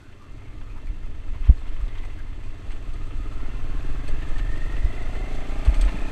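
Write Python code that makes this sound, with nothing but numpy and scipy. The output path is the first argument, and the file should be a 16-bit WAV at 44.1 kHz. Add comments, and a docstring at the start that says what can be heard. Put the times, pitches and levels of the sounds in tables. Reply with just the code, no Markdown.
"""A motorcycle thuds, clatters and whines as it pulls off a grass verge onto gravel and gathers speed.
Heard from the pillion seat: one exhaust pulse a cycle rings the silencer, and gear tones climb with the engine.
Tyres grind through gravel, loose stones crunch and clack, and some strike the frame: noise bursts through filters.
Speed and throttle drive the engine layers; pipe, intake, airbox and slow gears swell at speeds of their own.
Low coloured noise is the wind on the microphone; short deep wobbles are bumps that jolt it."""
import sys
import numpy as np
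from scipy import signal
from scipy.fft import rfft, irfft
from scipy.io import wavfile
from scipy.ndimage import uniform_filter1d

SR = 44100
rng = np.random.default_rng(int(sys.argv[2]) if len(sys.argv) > 2 else 0)


def bounce(signal):
    """Save signal as a 16-bit WAV file at the path given by the first command-line argument."""
    frames = np.transpose(np.atleast_2d(signal))
    limited = np.clip(frames, -1, 1)
    pcm = np.round(limited * 32767).astype(np.int16)
    wavfile.write(sys.argv[1], SR, pcm)


N = 269451
TIME = np.arange(N) / SR
CRUISE = 20   # reference engine speed, firings per s


def from_db(db):
    """Decibels to gain."""
    return 10 ** (np.asarray(db) / 20)


def rms_one(x):
    """Scale to unit power."""
    return x / np.sqrt(np.mean(x ** 2) + 1e-20)


def evened(x):
    """Hold unit power over every quarter second."""
    return x / np.sqrt(np.abs(uniform_filter1d(x ** 2, SR // 4)) + 1e-20)


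def in_time(rows):
    """Draw a straight-line curve through (time, value) rows, at every sample."""
    seconds, values = np.transpose(rows)
    return np.interp(TIME, seconds, values)


def drift(rate):
    """Smooth random wander of spread 1: noise that falls away above `rate` Hz."""
    hz = np.arange(N // 2 + 1) * SR / N
    return rms_one(irfft(rfft(rng.standard_normal(N)) / (1 + (hz / rate) ** 2), N))


def coloured(x, spectrum):
    """Give a signal a spectrum that falls away steeply past its ends; unit power."""
    hz = np.arange(1, N // 2 + 2) * SR / N
    at, db = np.transpose(spectrum)
    ends = 1 / np.sqrt((1 + (at[0] / hz) ** 8) * (1 + (hz / at[-1]) ** 8))
    colour = from_db(np.interp(np.log(hz), np.log(at), db))
    return rms_one(irfft(rfft(x) * ends * colour, N))


def resonate(x, resonances):
    """Ring parallel two-pole resonances, with alternating signs."""
    out = 0
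    for k, (hz, width, db) in enumerate(resonances):
        r = np.exp(-np.pi * width / SR)
        poles = [1, -2 * r * np.cos(2 * np.pi * hz / SR), r * r]
        ring = (1 - r * r) / 2 * signal.lfilter([1, 0, -1], poles, x + 1e-18)
        out = out + (-1) ** k * from_db(db) * ring
    return out


def band(x, low_hz, high_hz):
    """Steep band-pass."""
    return signal.sosfilt(signal.butter(3, [low_hz, high_hz], "band", fs=SR, output="sos"), x)


def stroke(cycle, at, uneven_db):
    """One click a cycle as the crank passes `at`, each of its own strength."""
    passed = np.diff(np.floor(cycle - at), prepend=np.floor(-at)) > 0
    return passed * from_db(uneven_db * rng.standard_normal(N))


def puff(clicks, seconds):
    """Each click releases a dying burst of noise with the same energy."""
    r = np.exp(-2 / (seconds * SR))
    envelope = np.sqrt(signal.lfilter([1 - r], [1, -r], clicks ** 2 + 1e-18))
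    return envelope * rng.standard_normal(N)


def level(firings, throttle, cruise_db, speed_db, throttle_db):
    """Level in dB: as given at cruise and full throttle, then dB per doubling of speed and of throttle."""
    return cruise_db + speed_db * np.log2(firings / CRUISE) + throttle_db * np.log2(np.maximum(throttle, .01))


def in_tune(x, centre, width, boost_db):
    """Gain in dB of a part that resonates over a range of speed or pitch."""
    return boost_db * np.exp(-((x - centre) / width) ** 4)


def song(firings, cruise_db, critical, width, boost_db):
    """Level in dB of a slow gear: it rises with speed and swells round its critical speed."""
    return cruise_db + 5.5 * np.log2(firings / CRUISE) + in_tune(firings, critical, width, boost_db)


def exhaust(cycle, firings, throttle):
    """The valve opens once a cycle: boom, bark and rasp, uneven and breathy on a closed throttle."""
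    # low silencer resonances: f/Hz, width/Hz, level/dB
    boom_modes = [(83, 62, 6.5), (126, 47, 4.5), (176.6, 49, -7)]
    # upper silencer resonances: f/Hz, width/Hz, level/dB
    bark_modes = [(236, 36, 4), (300.5, 35.4, 4.5), (411, 46, -4)]
    # rasp of escaping gas: f/Hz, width/Hz, level/dB
    rasp_modes = [(1230, 230, 0), (2640, 134, -3.5), (2990, 180, -10.5)]
    idling = 1 - np.clip(throttle, 0, 1)
    burn = cycle + (.0025 + .028 * idling) * drift(14)   # no two charges burn alike
    blow = stroke(burn, at=.73, uneven_db=1.3)
    rush = rng.standard_normal(N) * np.sqrt(np.mean(blow ** 2))   # gas flowing between the pulses

    boom = band(resonate(blow + (.6 + 2 * idling) * rush, boom_modes), 64, 200)
    breathy_blow = blow + .25 * puff(blow, seconds=.014) + (.25 + 1.8 * idling) * rush
    bark = band(resonate(breathy_blow, bark_modes), 110, 530)
    rasp = resonate(puff(stroke(burn, at=.88, uneven_db=2.0), seconds=.025), rasp_modes)

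    # the silencer comes into tune, in firings per s
    swell_db = in_tune(firings, centre=19, width=3.15, boost_db=6.1)
    boom_db = level(firings, throttle, cruise_db=-49, speed_db=-5.5, throttle_db=.86)
    bark_db = level(firings, throttle, cruise_db=-52, speed_db=-1, throttle_db=1.0) + swell_db
    rasp_db = level(firings, throttle, cruise_db=-62.5, speed_db=1, throttle_db=2.5) + swell_db
    return from_db(boom_db) * evened(boom) + from_db(bark_db) * evened(bark) + from_db(rasp_db) * evened(rasp)


def drone(cycle, firings, throttle):
    """The pipe hums on multiples of the firing rate; each swells as it climbs through the pipe's resonance."""
    # humming lines: multiple of the firing rate, level/dB
    hum_lines = [(4, 6), (5, -4.5), (6, 5.5), (7, 2)]
    crank = 2 * np.pi * (cycle - .98)
    hum = 0
    for multiple, db in hum_lines:
        swell_db = in_tune(multiple * firings, centre=108, width=24, boost_db=7)   # centre and width in Hz
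        hum = hum + from_db(db + swell_db + 1.3 * drift(12)) * np.cos(multiple * crank)
    drone_db = level(firings, throttle, cruise_db=-55.3, speed_db=-2.5, throttle_db=1.5)
    return from_db(drone_db) * np.sqrt(2) * hum


def breathe(valve, at, rush):
    """One pulse of air a cycle with a short hiss, over steady rushing noise."""
    clicks = stroke(valve, at=at, uneven_db=.9)
    return evened(clicks + .15 * puff(clicks, seconds=.012)) + rush * rng.standard_normal(N)


def intake(cycle, firings, throttle):
    """The carburettor gulps once a cycle and the airbox honks after it, each through its resonances."""
    # intake tract resonances: f/Hz, width/Hz, level/dB
    tract_modes = [(243, 100, 2.5), (300.4, 40.6, 7.5), (395, 42, -3.5)]
    # airbox resonances: f/Hz, width/Hz, level/dB
    airbox_modes = [(600, 55, 7.5), (648, 55, 8), (700, 55, 3.5)]
    valve = cycle + .0008 * drift(14)
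    gulp = band(resonate(breathe(valve, at=.51, rush=.26), tract_modes), 130, 530)
    honk = band(resonate(breathe(valve, at=.61, rush=.06), airbox_modes), 532, 827)

    gulp_db = level(firings, throttle, cruise_db=-53, speed_db=5.5, throttle_db=.75)
    honk_db = level(firings, throttle, cruise_db=-59, speed_db=10.5, throttle_db=.6)
    # tract and airbox come into tune, in firings per s
    gulp_db = gulp_db + in_tune(firings, centre=29.5, width=8.5, boost_db=6.8)
    honk_db = honk_db + in_tune(firings, centre=28.8, width=3.3, boost_db=5.7)
    return from_db(gulp_db) * evened(gulp) + from_db(honk_db) * evened(honk)


def clatter(cycle, firings, throttle):
    """Valves and piston tap the case and fins over the churn of the engine."""
    # engine case colour: f/Hz, level per Hz/dB
    case_colour = [(400, 4), (520, -5), (680, -3.5), (900, -12), (1350, -5.5), (1550, -19.5), (2100, -6.5),
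                   (2800, -47), (3300, -22), (4300, -43), (5400, -52)]
    # case and cooling fin resonances: f/Hz, width/Hz, level/dB
    fin_modes = [(872, 99, 3.5), (1054, 31, 5.5), (1268, 30, 3.5), (1546, 176, 0.5), (1792, 110, 5.5),
                 (2080, 38, 6.5), (2440, 330, 1), (2727, 100, 6), (3036, 115, 0.5), (3490, 150, -2),
                 (4310, 52, -6.5)]
    taps = stroke(cycle, at=.93, uneven_db=6.0) + 1.54 * stroke(cycle, at=.31, uneven_db=7.5)
    churn = rng.standard_normal(N) * from_db(1.56 * drift(31))
    case = coloured(.42 * evened(puff(taps, seconds=.008)) + churn, case_colour)
    fins = rms_one(resonate(rng.standard_normal(N) + .5 * evened(puff(taps, seconds=.015)), fin_modes))
    clatter_db = level(firings, throttle, cruise_db=-49.5, speed_db=7.2, throttle_db=.38)
    return from_db(clatter_db) * (case + .75 * fins)


def mesh(cycle, teeth, twist, wander, loaded_at, throb_db, pulse_db):
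    """A gear tone: level and pitch swing with the load in each cycle; the shaft twists, backlash smears."""
    crank = 2 * np.pi * (cycle - loaded_at)
    swing = np.sin(crank) + np.sin(2 * crank) / 2
    tone = np.sin(2 * np.pi * teeth * cycle + twist * swing + wander * drift(30))
    load_db = throb_db * np.cos(crank) + pulse_db * np.cos(2 * crank)   # once and twice a cycle
    return rms_one(tone * from_db(load_db + 1.5 * drift(48)))


def gears(cycle, firings, throttle):
    """Gears sing at fixed multiples of engine speed; the fast ones are rough and flare through the cover."""
    # gear cover resonances: f/Hz, width/Hz, level/dB
    cover_modes = [(1070, 90, -4), (1255, 100, -3.5), (1400, 70, -5), (1590, 80, -5.5), (1832, 50, 5.5),
                   (2025, 60, 2.5), (2560, 170, 0)]
    # teeth = tooth contacts per engine cycle
    drive = mesh(cycle, teeth=27.3, twist=.4, wander=.25, loaded_at=.85, throb_db=4, pulse_db=1)
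    chain_overtone = mesh(cycle, teeth=40.9, twist=.5, wander=.6, loaded_at=.83, throb_db=2, pulse_db=0)
    gearbox = mesh(cycle, teeth=54.6, twist=1.3, wander=.9, loaded_at=.13, throb_db=2.5, pulse_db=-2)
    primary = mesh(cycle, teeth=76, twist=1.4, wander=1.9, loaded_at=.76, throb_db=2.5, pulse_db=6.5)

    # critical speed and half-width in firings per s
    drive_db = song(firings, cruise_db=-69.5, critical=28.9, width=4.5, boost_db=15)
    chain_overtone_db = song(firings, cruise_db=-68.5, critical=30.1, width=2.5, boost_db=10.5)
    # levels that drive the cover
    gearbox_db = level(firings, throttle, cruise_db=-51.5, speed_db=1, throttle_db=6)
    primary_db = level(firings, throttle, cruise_db=-49, speed_db=3.5, throttle_db=5.5)
    slow = from_db(drive_db) * drive + from_db(chain_overtone_db) * chain_overtone
    fast = from_db(gearbox_db) * gearbox + from_db(primary_db) * primary
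    return slow + resonate(fast, cover_modes)


def tyres(firings):
    """Pebbles grind under the tyres as random noise grains, more of them and louder with engine speed."""
    # gravel colour: f/Hz, level per Hz/dB
    gravel_colour = [(2060, -26), (3500, -5), (3720, -4), (4350, -5.5), (5420, -13), (6110, -8.5),
                     (6900, -12.5), (8080, -10), (8960, -18), (9750, -18), (10700, -23), (13000, -23),
                     (14900, -50.5)]
    born = rng.random(N) < 45 * firings / SR   # 45 grains per firing
    grains = born * from_db(2.13 * np.minimum(rng.exponential(1, N), 4))
    crunch = .76 * evened(puff(grains, seconds=.0025)) + rng.standard_normal(N)
    gravel_db = -60 + 7.5 * np.log2(firings / CRUISE)
    return from_db(gravel_db) * coloured(crunch * from_db(.79 * drift(28)), gravel_colour)


def hump(centre, db, length):
    """A smooth swell that peaks at `centre` seconds."""
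    return from_db(db) * np.exp(-2 * ((TIME - centre) / length) ** 2)


def crunches():
    """Loose stones give way in short swells of sharp knocks, and in patches across the road's edge."""
    # heaps of loose stones the tyres plough through: t/s, level/dB, length/s
    heaps = [(1.352, -53.5, 0.023), (1.461, -52, 0.049), (1.688, -60, 0.047), (1.888, -53, 0.011),
             (1.967, -55, 0.041), (2.045, -54, 0.014), (2.715, -49, 0.04), (4.225, -45.5, 0.02),
             (4.391, -42.5, 0.017), (5.67, -43, 0.024), (5.745, -42.5, 0.013), (5.818, -46, 0.018),
             (5.837, -43, 0.013), (5.886, -36, 0.014)]
    # their colour: f/Hz, level per Hz/dB
    loose_colour = [(800, 9), (1300, 6.5), (2000, 8.5), (3100, 4), (4200, -8.5), (6000, -18)]
    shoulder = hump(centre=1.97, db=-59.5, length=.89) * from_db(1.5 * drift(12))   # loose edge of the road
    swell = shoulder + sum(hump(*heap) for heap in heaps)
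    knocks = (rng.random(N) < 1600 / SR) * rng.standard_normal(N)   # about 1600 per s
    return swell * coloured(knocks, loose_colour)


def clacks():
    """Two stones knock and chatter for an instant, each pair ringing at its own pitch."""
    # stone against stone: t/s, f/Hz, level/dB (the peak is twice this gain)
    knocked_pairs = [(0.87, 2170, -49), (1.353, 880, -51.5), (1.427, 2450, -58), (1.573, 4250, -57),
                     (1.589, 7600, -62), (1.678, 3000, -51), (1.727, 3170, -55), (1.806, 1240, -47),
                     (1.837, 2650, -59), (1.88, 3380, -51), (1.982, 3260, -48), (2.036, 710, -48),
                     (2.188, 1630, -47), (4.221, 2660, -46), (4.722, 1340, -43.5)]
    t60_s, q = .079, 11
    out, age = np.zeros(N), np.arange(SR // 10) / SR
    for s, hz, db in knocked_pairs:
        chatter = rng.standard_normal(len(age)) * from_db(-60 * age / t60_s)
        ring = resonate(chatter, [(hz, hz / q, 0)])
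        start = round(s * SR)
        out[start:start + len(age)] += from_db(db) * 2 * ring / np.abs(ring).max()
    return out


def stones(firings):
    """Stones strike the frame, skitter briefly and ring it; chips fly more often and harder with speed."""
    # hardest strikes: t/s, click level/dB going into the frame
    hard_strikes = [(1.8123, -54), (2.049, -50), (2.715, -49), (2.9354, -50.5), (4.0788, -40.5),
                    (4.2876, -50), (4.382, -45), (5.65, -39.5), (5.744, -40), (5.768, -45), (5.812, -32),
                    (5.849, -44)]
    # frame resonances: f/Hz, width/Hz, level/dB
    frame_modes = [(2510, 104, 11), (3300, 300, 7.5), (4410, 320, 7), (6310, 280, 2.5), (8100, 330, 7.5),
                   (8450, 470, -3), (9360, 170, -3.5), (13000, 500, -16)]
    pace = firings / CRUISE
    flying = rng.random(N) < 4 * pace / SR   # 4 chips per s at cruise
    clicks = flying * pace * from_db(-59 + 2.5 * rng.standard_normal(N))
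    for s, db in hard_strikes:
        clicks[round(s * SR)] = from_db(db)
    return from_db(25) * resonate(.35 * clicks + puff(clicks, seconds=.013), frame_modes)


def whirrs():
    """Brief narrow bands of noise whirr as the machine rolls off the verge."""
    # whirrs on the verge and the road's edge: t/s, f/Hz, level/dB, length/s
    verge_whirrs = [(0.05, 1450, -59, 0.073), (0.237, 1160, -55.5, 0.059), (0.484, 2220, -62, 0.11),
                    (0.66, 1200, -59.5, 0.18), (0.723, 2460, -57, 0.033), (0.777, 920, -51, 0.019),
                    (1.464, 2610, -53.5, 0.039), (1.99, 2010, -57, 0.21)]
    out = np.zeros(N)
    for s, hz, db, length in verge_whirrs:
        ring = rms_one(resonate(rng.standard_normal(N), [(hz, 110, 0)]))
        out += from_db(db) * np.exp(-((TIME - s) / length) ** 2) * ring
    return out


def wind():
    """Slow lumpy eddies on the microphone: deep coloured noise that follows the gusts."""
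    # gusts: t/s, level/dB
    gusts = [(0, -47.5), (.5, -34.5), (.95, -28.5), (1.7, -23.5), (2.3, -29.5), (4.2, -19), (5, -23),
             (6.11, -23)]
    # wind colour: f/Hz, level per Hz/dB
    wind_colour = [(8, 4), (13, 6), (29, -3), (41, -8), (64, -17), (90, -28), (130, -38), (200, -45)]
    return from_db(in_time(gusts)) * evened(coloured(rng.standard_normal(N), wind_colour))


def bumps():
    """Each jolt of the microphone swells and dies as a short wobble, mostly deep; a higher wobble rides on the
    hardest one."""
    # jolts, and a higher wobble on the hardest: t/s, peak/dB, f/Hz, swell/s, t60/s
    jolts = [(0.905, -14.5, 29.2, 0.007, 0.066), (1.414, -12.5, 24, 0.0091, 0.14),
             (1.5007, 3, 52, 0.0059, 0.056), (1.497, -18, 118, 0.0023, 0.081),
             (1.836, -13, 31.4, 0.0088, 0.075), (4.851, -9, 41.3, 0.0071, 0.071),
             (5.687, -3, 46.7, 0.0078, 0.08), (5.788, -8, 33.7, 0.027, 0.067),
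             (5.868, -12, 41.8, 0.089, 0.14), (5.946, -20.5, 190, 0.0019, 0.013)]
    out = np.zeros(N)
    for s, db, hz, swell, t60 in jolts:
        age = TIME - s
        rise = -np.minimum(age / swell, 0) ** 2 / 2
        decay = -np.log(1000) * np.maximum(age, 0) / t60
        out += from_db(db) * np.exp(rise + decay) * np.cos(2 * np.pi * hz * age)
    return out


def scene():
    """Engine, road and air at the pillion seat; one crank position times every engine layer."""
    # engine speed: t/s, firings per s
    engine_speed = [(0, 10.47), (.4, 10.12), (.76, 10.83), (1.2, 12.12), (1.62, 13.66), (1.95, 13.83),
                    (2.3, 12.87), (2.7, 14.66), (3.1, 16.01), (3.3, 17.15), (3.5, 18.57), (3.8, 19.86),
                    (4.15, 21.52), (4.5, 23.45), (4.75, 24.65), (5, 26.02), (5.6, 29.5), (5.85, 30.73),
                    (6.11, 31.61)]
    # the rider's hand: t/s, throttle (0-1)
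    hand = [(.27, 0), (.4, 0.42), (2.5, 0.3), (3.4, 0.93)]
    firings, throttle = in_time(engine_speed), in_time(hand)
    cycle = np.cumsum(firings) / SR + .002 * drift(5.6)   # engine cycles turned, slightly unsteady

    pipes = exhaust(cycle, firings, throttle) + intake(cycle, firings, throttle)
    pipes = pipes + drone(cycle, firings, throttle)
    engine = pipes + clatter(cycle, firings, throttle) + gears(cycle, firings, throttle)
    road = tyres(firings) + crunches() + clacks() + stones(firings) + whirrs()
    return (engine + road + wind() + bumps())[None]


def record(dry):
    """The hardest jolt overloads the input and clips; a steep low-pass cuts the top above 15 kHz."""
    low_pass = signal.ellip(10, .1, 80, 15000, fs=SR, output="sos")
    return signal.sosfilt(low_pass, np.clip(dry, -1, 1))


dry = scene()
out = record(dry)
bounce(out)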